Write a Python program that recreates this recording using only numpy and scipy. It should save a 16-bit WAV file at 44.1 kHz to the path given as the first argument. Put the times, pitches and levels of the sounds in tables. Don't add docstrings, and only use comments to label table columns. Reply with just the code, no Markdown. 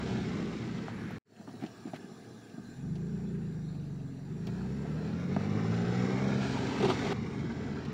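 import sys
import numpy as np
from scipy import signal
from scipy.fft import rfft, irfft, next_fast_len
from scipy.io import wavfile
from scipy.ndimage import uniform_filter1d, map_coordinates

SR = 44100
rng = np.random.default_rng(int(sys.argv[2]) if len(sys.argv) > 2 else 0)


def generate_wav(sig):
    pcm = np.round(np.clip(np.atleast_2d(sig).T, -1, 1) * 32767).astype(np.int16)
    wavfile.write(sys.argv[1], SR, pcm)


N = 349713

# time_s, rate_hz
SLOWING_RATE = [(0, 33), (.45, 27.9), (1.19, 27.2), (1.25, 15)]
PULLING_RATE = [(2.75, 20.46), (2.87, 23.25), (3.06, 28.27), (3.201, 30.27), (3.29, 29.3), (3.44, 27.24),
                (4.03, 22.62), (4.191, 22.06), (4.409, 27.33), (4.53, 28.96), (4.86, 36.3), (5.14, 42.6),
                (5.25, 44.66), (5.34, 47.4), (5.62, 54.05), (6.231, 66.4), (6.89, 65.7), (7.126, 64)]
COASTING_RATE = [(7.135, 37.13), (7.93, 35.94)]
# time_s, effort_db
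ENGINE_EFFORT = [(0, -8), (.45, -9.5), (.6, -13.5), (1.19, -15.5), (1.25, -34), (2.54, -35), (2.65, -19),
                 (2.75, -17.5), (2.85, -4), (4.0, -7), (4.19, -11), (4.35, -6), (5.4, -3), (5.65, -1),
                 (6.05, -0.5), (6.4, -1), (6.47, -7.5), (7.12, -7.5), (7.135, -14.5), (7.93, -10.5)]
# multiple_of_bank_rate, level_db
EXHAUST_NOTES = [(3, 1.5), (4, 5.5), (5, -0.5), (6, 2.5), (7, -0.5), (8, -6), (9, -7), (10, -13), (11, -4),
                 (12, 0), (13, -1), (14, -4.5), (15, -9)]
SLOWING_NOTES = [(7, -38.5), (12, -40)]
# start_s, end_s, level_db, fall_db_per_s
VALVE_RELEASES = [(0, .92, -54.5, 6), (6.392, 7.12, -49, 8.5)]
# time_s, share_of_top_speed
ROAD_SPEED = [(0, 0.75), (.75, 0.51), (1.19, 0.37), (1.25, 0.054), (2.75, 0.08), (3.2, 0.25), (4.2, 0.14),
              (4.5, 0.38), (4.85, 0.42), (5.3, 0.56), (5.95, 0.79), (7.12, 0.99), (7.135, 0.6),
              (7.93, 0.57)]
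# time_s, gain_db
ROAD_COARSENESS = [(0, 0), (.45, -.5), (1.19, -0.5), (1.25, 0.5), (2.7, -1.5), (4.4, -1.5), (5.4, -1.5),
                   (6.4, -2), (7.12, -5), (7.135, 2), (7.93, 0)]
# time_s, gain_db
AIRFLOW = [(0, -69.5), (1.19, -64.5), (1.25, -60.5), (2.7, -62), (3.0, -64.5), (4.2, -66), (4.6, -62),
           (5.5, -66), (7.12, -65.5), (7.14, -85)]

# pitch_hz, gain_db
CABIN_TONE = [(40, -40), (72, -22), (95, -15), (115, -10), (140, 0), (185, 0.5), (210, 1.5), (240, -6.5),
              (268, -5.5), (290, -21), (330, -18), (385, -8), (420, -8.5), (460, -14), (560, -17.5),
              (800, -33.5)]
MOUNT_TONE = [(44, -19), (58, -16.5), (63, -10.5), (70, -13), (90, -12), (106, -2.5), (135, -2.5)]
PIPE_TONE = [(200, -30), (330, 0), (450, 4.5), (600, -0.5), (800, -5), (1300, -13), (2200, -17),
             (4000, -46), (8000, -89)]
VALVE_TONE = [(900, -29), (1500, -9), (2300, 3), (3200, 1.5), (4300, -2), (5600, -7), (7200, -10.5),
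              (9000, -21), (10000, -51)]
DRONE_TONE = [(180, -29), (285, 3), (330, -2.5), (400, 1.5), (470, -3), (560, -19), (1200, -71)]
RUMBLE_TONE = [(40, -43), (70, -25.5), (110, 1.5), (165, -1.5), (225, 4.5), (290, -10.5), (400, -21.5),
               (800, -66.5)]
SHAKE_TONE = [(20, -24.5), (40, -9), (60, -3), (85, 7.5), (130, 2.5), (300, -70)]
ROAR_TONE = [(300, -35.5), (500, -1.5), (650, 1.5), (810, 3.5), (1050, -2.5), (1400, 0.5), (1620, -1.5),
             (1900, -4.5), (2200, -3.5), (2850, -15), (5000, -54)]
HISS_TONE = [(1500, -26.5), (2600, 0), (3100, -1.5), (3900, 1.5), (4900, -3.5), (5600, -2), (6600, -10.5),
             (7200, -6.5), (8000, -22.5), (8800, -17.5), (10000, -55), (16000, -25)]
VENT_TONE = [(250, -18.5), (480, -2.5), (570, -2), (720, 1), (1100, -9), (1800, -7), (2800, -22),
             (4400, -10.5), (5000, -18.5), (5600, -9.5), (6400, -21), (7200, -11.5), (8100, -24),
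             (10400, -21.5), (10800, -35), (15700, -26.5)]
BUMP_TONE = [(4000, 1.5), (5500, -8.5), (9000, 4), (10000, -17), (12000, 0.5)]

# pitch_hz, width_hz, gain_db
TRIM_RING = [(660, 165, 8), (930, 540, -1), (1205, 200, 1.5), (1910, 620, -9.5)]
CLIP_RING = [(2640, 760, 5.5), (4630, 650, 1), (5760, 1500, -2.5)]
PANEL_RING = [(161, 65, 4.5), (302, 140, 0), (403, 92, -4)]
BODY_RING = [(137, 54, 7), (255, 210, -4.5), (384, 40, 4.5), (493, 89, -35)]

# start_s, end_s, pitch_hz, level_db
HIGH_WHISTLES = [(.88, 1.172, 10100, -77), (7.21, 7.457, 8600, -76)]
# start_s, level_db, hardness_db, clack_hz
CABIN_KNOCKS = [(.881, -43, 1.5, 1050), (1.106, -48.5, -0.5, 1260), (1.395, -39, -15, 705),
                (1.410, -46.5, -6, 698), (1.474, -39, -11.5, 874), (1.49, -47, -9, 867),
                (1.534, -39.5, -19, 620), (1.62, -36.5, -13.5, 800), (1.635, -30.5, -17, 850),
                (1.645, -39, -17, 846), (1.851, -34.5, -29, 670), (1.865, -38.5, -14, 674),
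                (1.877, -44, -11, 674), (1.933, -36.5, -4, 680), (2.04, -42, -22, 690),
                (2.085, -45, -16, 850), (2.112, -43, -17, 697), (2.303, -47, -21, 1100),
                (2.368, -48.5, -16, 550), (2.451, -46.5, -26, 700), (2.538, -40, -21, 700),
                (2.576, -37.5, -19, 704), (2.683, -44.5, -25, 698.3), (4.61, -41, -13, 1200),
                (4.652, -46, -9, 1098), (4.851, -39, -8, 795), (5.363, -30.5, -4, 1049),
                (7.437, -30.5, -29, 873.5)]
# start_s, level_db, treble_db
PLASTIC_CLICKS = [(1.108, -63, -64), (1.662, -55, -83), (1.959, -65, -71), (2.954, -60, -86),
                  (4.469, -52, -66), (7.85, -55, -83)]
# start_s, end_s, level_db
TRIM_SCUFFS = [(1.594, 1.674, -53), (1.845, 1.912, -57.5), (1.93, 1.983, -52)]
# start_s, level_db, hardness_db
WHEEL_JOLTS = [(6.799, -26, -14), (6.824, -23.5, -11.5), (6.844, -23, -10.5), (6.881, -25.5, -10.5),
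               (6.897, -33.5, 3)]

TIME_S = np.arange(N) / SR


def amp(db):
    return 10 ** (np.asarray(db) / 20)


def unit(x):
    return x / np.sqrt(np.mean(x ** 2) + 1e-20)


def gain_at(tone, hz):
    pitches, db = np.transpose(tone)
    return amp(np.interp(np.log(hz + 1), np.log(pitches + 1), db))


def curve(*tables):
    times, values = np.vstack(tables).T
    return np.interp(TIME_S, times, values)


def wobble(rate):
    points = rng.standard_normal(int(N * rate / SR) + 4)
    coarse = np.arange(0, N, 32)
    return np.interp(np.arange(N), coarse, map_coordinates(points, [coarse * rate / SR]))


def swell(start_s, end_s):
    return np.sin(np.pi * np.clip((TIME_S - start_s) / (end_s - start_s), 0, 1))


def filtered(x, response):
    size = next_fast_len(len(x) + SR // 4)
    hz = np.fft.rfftfreq(size, 1 / SR)
    return irfft(rfft(x, size) * response(hz), size)[:len(x)]


def noise(tone):
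    return unit(filtered(rng.standard_normal(N), lambda hz: gain_at(tone, hz)))


def ring(x, modes):
    return filtered(x, lambda hz: sum(
        (-1) ** k * amp(db) * 1j * hz * width / (pitch ** 2 - hz ** 2 + 1j * hz * width)
        for k, (pitch, width, db) in enumerate(modes)))


def band(x, pitch_hz, width_hz):
    mode = [(pitch_hz, width_hz, 0)]
    return ring(ring(x, mode), mode)


def reflections(x, wet, fade_s, drift, count):
    t = np.arange(SR // 16) / SR
    tails = rng.standard_normal((count, len(t))) * amp(-60 * t / fade_s)
    tails /= np.linalg.norm(tails, axis=1, keepdims=True)
    shares = np.array([wobble(drift) for _ in tails])
    shares /= np.linalg.norm(shares, axis=0)
    echoes = signal.fftconvolve(x[None], tails, axes=1)[:, :N]
    return (x + wet * np.sum(shares * echoes, axis=0)) / np.hypot(1, wet)


def flicker(x, depth_db):
    spectrum = signal.stft(x, nperseg=512)[2]
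    patches = rng.standard_normal(spectrum.shape)
    for axis, span in enumerate((3, 8)):
        patches = uniform_filter1d(patches, span, axis)
    return signal.istft(spectrum * amp(depth_db * unit(patches)), nperseg=512)[1][:N]


def engine_boom(bank_hz, phase, level_db=-32, flutter_db=0.6, burble_db=1.1, uneven_db=-19):
    effort_db = curve(ENGINE_EFFORT)
    beat_db = 7 + 1.44 * effort_db
    weak_notes = [(k / 3, uneven_db) for k in range(4, 23) if k % 3]
    notes, power = np.zeros(N), np.zeros(N)
    for multiple, db in EXHAUST_NOTES + weak_notes:
        hz = multiple * bank_hz
        gain = amp(db + beat_db * (multiple % 2 == 1)) * gain_at(CABIN_TONE, hz)
        lag = np.pi * ((np.clip(hz, 85, 285) - 175) / 52) ** 2
        blur = (hz / 500) ** 2 * rng.standard_normal() + 0.061 * (hz / 200) ** 2 * wobble(30)
        notes += gain * amp(flutter_db * wobble(8.3)) * np.cos(multiple * phase - lag + blur)
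        power += gain ** 2 / 2
    firings = np.tanh(rng.standard_normal(N // 100))
    burble = amp(burble_db * np.interp(phase / np.pi, np.arange(len(firings)), firings))
    shake = gain_at(MOUNT_TONE, 2 * bank_hz) * amp(flutter_db * wobble(14))
    mounts = shake * np.sqrt(2) * np.cos(2 * phase)
    return amp(level_db + effort_db) * burble * (notes / np.sqrt(power) + mounts)


def exhaust_rasp(bank_hz, phase, level_db=-45, growl_db=-8):
    puffs = np.exp(0.25 * np.cos(2 * phase) + 0.22 * np.cos(phase))
    firings = np.diff(np.floor(phase / np.pi), prepend=0)
    kicks = firings * puffs * amp(1.6 * wobble(100))
    gas = unit(puffs * rng.standard_normal(N)) + amp(growl_db) * unit(kicks)
    muffled = filtered(gas, lambda hz: gain_at(PIPE_TONE, hz))
    rasp = reflections(muffled, wet=1.5, fade_s=0.057, drift=4, count=3)
    return amp(level_db + curve(ENGINE_EFFORT)) * (bank_hz / 60) ** 2.66 * unit(rasp)


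def slowing_notes(phase, fall_db_per_s=21):
    notes = np.zeros(N)
    for multiple, db in SLOWING_NOTES:
        level = amp(db - fall_db_per_s * TIME_S + 2 * wobble(25))
        notes += level * np.cos(multiple * phase + 0.25 * wobble(40))
    return notes


def boost_valve(phase, rise_s=0.028, throb=0.19):
    flow = np.zeros(N)
    for start_s, end_s, db, fall_db_per_s in VALVE_RELEASES:
        opening = np.clip(np.minimum(TIME_S - start_s, 2 * (end_s - TIME_S)) / rise_s, 0, 1)
        flow += opening * amp(db - fall_db_per_s * np.abs(TIME_S - start_s))
    return flow * amp(1.2 * wobble(120)) * (1 + throb * np.cos(2 * phase)) * noise(VALVE_TONE)


def tyres(phase, throb=0.034):
    speed = curve(ROAD_SPEED)
    texture = wobble(45)
    drone = amp(-40.5 + wobble(25)) * speed ** 1.02 * noise(DRONE_TONE)
    rumble = amp(-35.5 + wobble(26)) * speed ** 0.78 * noise(RUMBLE_TONE)
    shake = amp(-44) * speed ** 1.27 * noise(SHAKE_TONE)
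    roar = amp(-41 + 1.3 * texture + 0.8 * wobble(150)) * speed ** 1.87 * noise(ROAR_TONE)
    roar *= 1 + throb * np.cos(2 * phase)
    hiss = amp(-49 + 0.5 * texture + 1.4 * wobble(300)) * speed ** 2.23 * noise(HISS_TONE)
    highs = reflections(roar + hiss, wet=0.6, fade_s=0.041, drift=5, count=5)
    return drone + amp(curve(ROAD_COARSENESS)) * (rumble + shake) + highs


def ventilation(whirr_hz=1630):
    whirr = unit(band(rng.standard_normal(N), whirr_hz, width_hz=280))
    whirr *= amp(-8 + 4 * np.tanh(wobble(20)))
    rumble = amp(4 + 4 * wobble(13)) * noise(RUMBLE_TONE)
    hum = amp(4.5 + 1.5 * wobble(15)) * noise(DRONE_TONE)
    jets = flicker(noise(VENT_TONE) + amp(-9) * noise(HISS_TONE), depth_db=2.6)
    hiss = reflections(jets, wet=0.78, fade_s=0.058, drift=1.5, count=4)
    return amp(curve(AIRFLOW)) * (rumble + hum + whirr + hiss)


def rustle(level_db=-70, shift_s=(1.15, 2.33), shift_db=5.4):
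    def grains():
        return rng.standard_normal(N) * amp(6 * np.tanh(wobble(13)) + 5.4 * wobble(180))
    creaks = unit(sum(amp(db) * band(grains(), hz, width) for hz, width, db in TRIM_RING))
    ticks = unit(ring(ring(grains(), CLIP_RING), CLIP_RING))
    return amp(level_db + shift_db * swell(*shift_s)) * (creaks + amp(-7) * ticks)


def rattles(per_s=8.1, level_db=-76.5, fade_s=0.06):
    t = np.arange(SR // 8) / SR
    touches = (rng.random(N) < per_s / SR) * amp(4 * np.tanh(rng.standard_normal(N)))
    scuffle = signal.fftconvolve(touches, amp(-60 * t / fade_s))[:N] * rng.standard_normal(N)
    clacks = unit(ring(ring(scuffle, TRIM_RING), TRIM_RING))
    ticks = unit(ring(ring(scuffle, CLIP_RING), CLIP_RING))
    return amp(level_db) * (clacks + amp(-9) * ticks)


def tyre_scrub(start_s=0.76, end_s=1.33, level_db=-53):
    scrub = unit(band(rng.standard_normal(N), pitch_hz=1600, width_hz=1300))
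    return amp(level_db) * swell(start_s, end_s) * scrub


def whistles(waver_hz=70):
    tones = np.zeros(N)
    for start_s, end_s, hz, db in HIGH_WHISTLES:
        phase = 2 * np.pi * np.cumsum(hz + waver_hz * wobble(200)) / SR
        tones += amp(db) * swell(start_s, end_s) * np.sin(phase)
    return tones


def strikes(blows, thud_ring, rise_s, snap, spread, mix_db, fade_cycles=48, thud_hz=250, crack=0):
    thud_db, clack_db, tick_db = mix_db
    out, t = np.zeros(N + SR), np.arange(SR // 3) / SR
    for start_s, level_db, hardness_db, clack_hz in blows:
        fade_s = fade_cycles / clack_hz
        force = amp(-60 * t / fade_s) * (1 - np.exp(-t / rise_s))
        clean = crack * amp(min(hardness_db, 0)) * (clack_hz / 1000) ** 2
        parts = [(thud_ring, thud_db, thud_hz, thud_hz),
                 (TRIM_RING, hardness_db + clack_db, clack_hz, spread * clack_hz * (1 + clean)),
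                 (CLIP_RING, hardness_db + tick_db, 3900, 3900)]
        for modes, part_db, pitch_hz, width_hz in parts:
            push = force / np.linalg.norm(force) * rng.standard_normal(len(t))
            push[SR // 1000] += snap + clean
            ringing = ring(band(push, pitch_hz, width_hz), modes)
            ringing /= np.std(ringing[:SR // 40])
            out[round(start_s * SR):][:len(t)] += amp(level_db + part_db) * ringing
    return out[:N]


def knocks():
    return strikes(CABIN_KNOCKS, PANEL_RING, rise_s=0.00039, snap=0.4, spread=0.52,
                   mix_db=(-5, -2.5, -27), crack=1.6)


def clicks(clack_hz=775, treble_fade_s=0.07):
    blows = [(start_s, db, 0, clack_hz) for start_s, db, _ in PLASTIC_CLICKS]
    clacks = strikes(blows, PANEL_RING, rise_s=0.00061, snap=0.22, spread=1, mix_db=(0, -3, -3))
    fades = sum((TIME_S >= start_s) * amp(db - 60 * np.abs(TIME_S - start_s) / treble_fade_s)
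                for start_s, _, db in PLASTIC_CLICKS)
    treble = unit(band(rng.standard_normal(N), pitch_hz=13500, width_hz=4000))
    return clacks + fades * treble


def scuffs():
    grains = rng.standard_normal(N) * amp(3 * wobble(230))
    strokes = sum(amp(db) * swell(start_s, end_s) for start_s, end_s, db in TRIM_SCUFFS)
    return strokes * unit(band(grains, pitch_hz=1700, width_hz=1900))


def belt_whine(start_s=2.1, end_s=3.7, level_db=-68):
    level = amp(level_db + 4 * np.tanh(wobble(12))) * swell(start_s, end_s)
    return level * unit(band(rng.standard_normal(N), pitch_hz=1570, width_hz=170))


def bump(rear_lag_s=0.222, rear_db=-6.5, clack_hz=994, stop_s=7.131):
    axles = [(0, 0), (rear_lag_s, rear_db)]
    blows = [(start_s + lag_s, db + axle_db, hardness_db, clack_hz)
             for lag_s, axle_db in axles for start_s, db, hardness_db in WHEEL_JOLTS]
    jolts = strikes(blows, BODY_RING, rise_s=0.0029, snap=0.21, spread=0.6,
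                    mix_db=(-5, -4, -10), fade_cycles=97, thud_hz=322)
    return filtered(jolts, lambda hz: gain_at(BUMP_TONE, hz)) * (TIME_S < stop_s)


def scene():
    bank_hz = curve(SLOWING_RATE, PULLING_RATE, COASTING_RATE)
    phase = 2 * np.pi * np.cumsum(bank_hz * (1 + 0.0017 * wobble(25))) / SR
    exhaust = engine_boom(bank_hz, phase) + exhaust_rasp(bank_hz, phase) + slowing_notes(phase)
    driving = exhaust + boost_valve(phase) + tyres(phase) + tyre_scrub() + bump()
    inside = ventilation() + rustle() + rattles() + knocks() + clicks() + scuffs()
    return (driving + inside + whistles() + belt_whine())[None]


def record(dry, drop_s=1.184, return_s=1.25, fade_in_s=0.24, top_hz=15750):
    fade_in = np.clip((TIME_S - return_s) / fade_in_s, 0.002, 1)
    volume = np.where(TIME_S < drop_s, 1, fade_in)
    return filtered(dry[0] * volume, lambda hz: hz < top_hz)[None]


dry = scene()
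out = record(dry)
generate_wav(out)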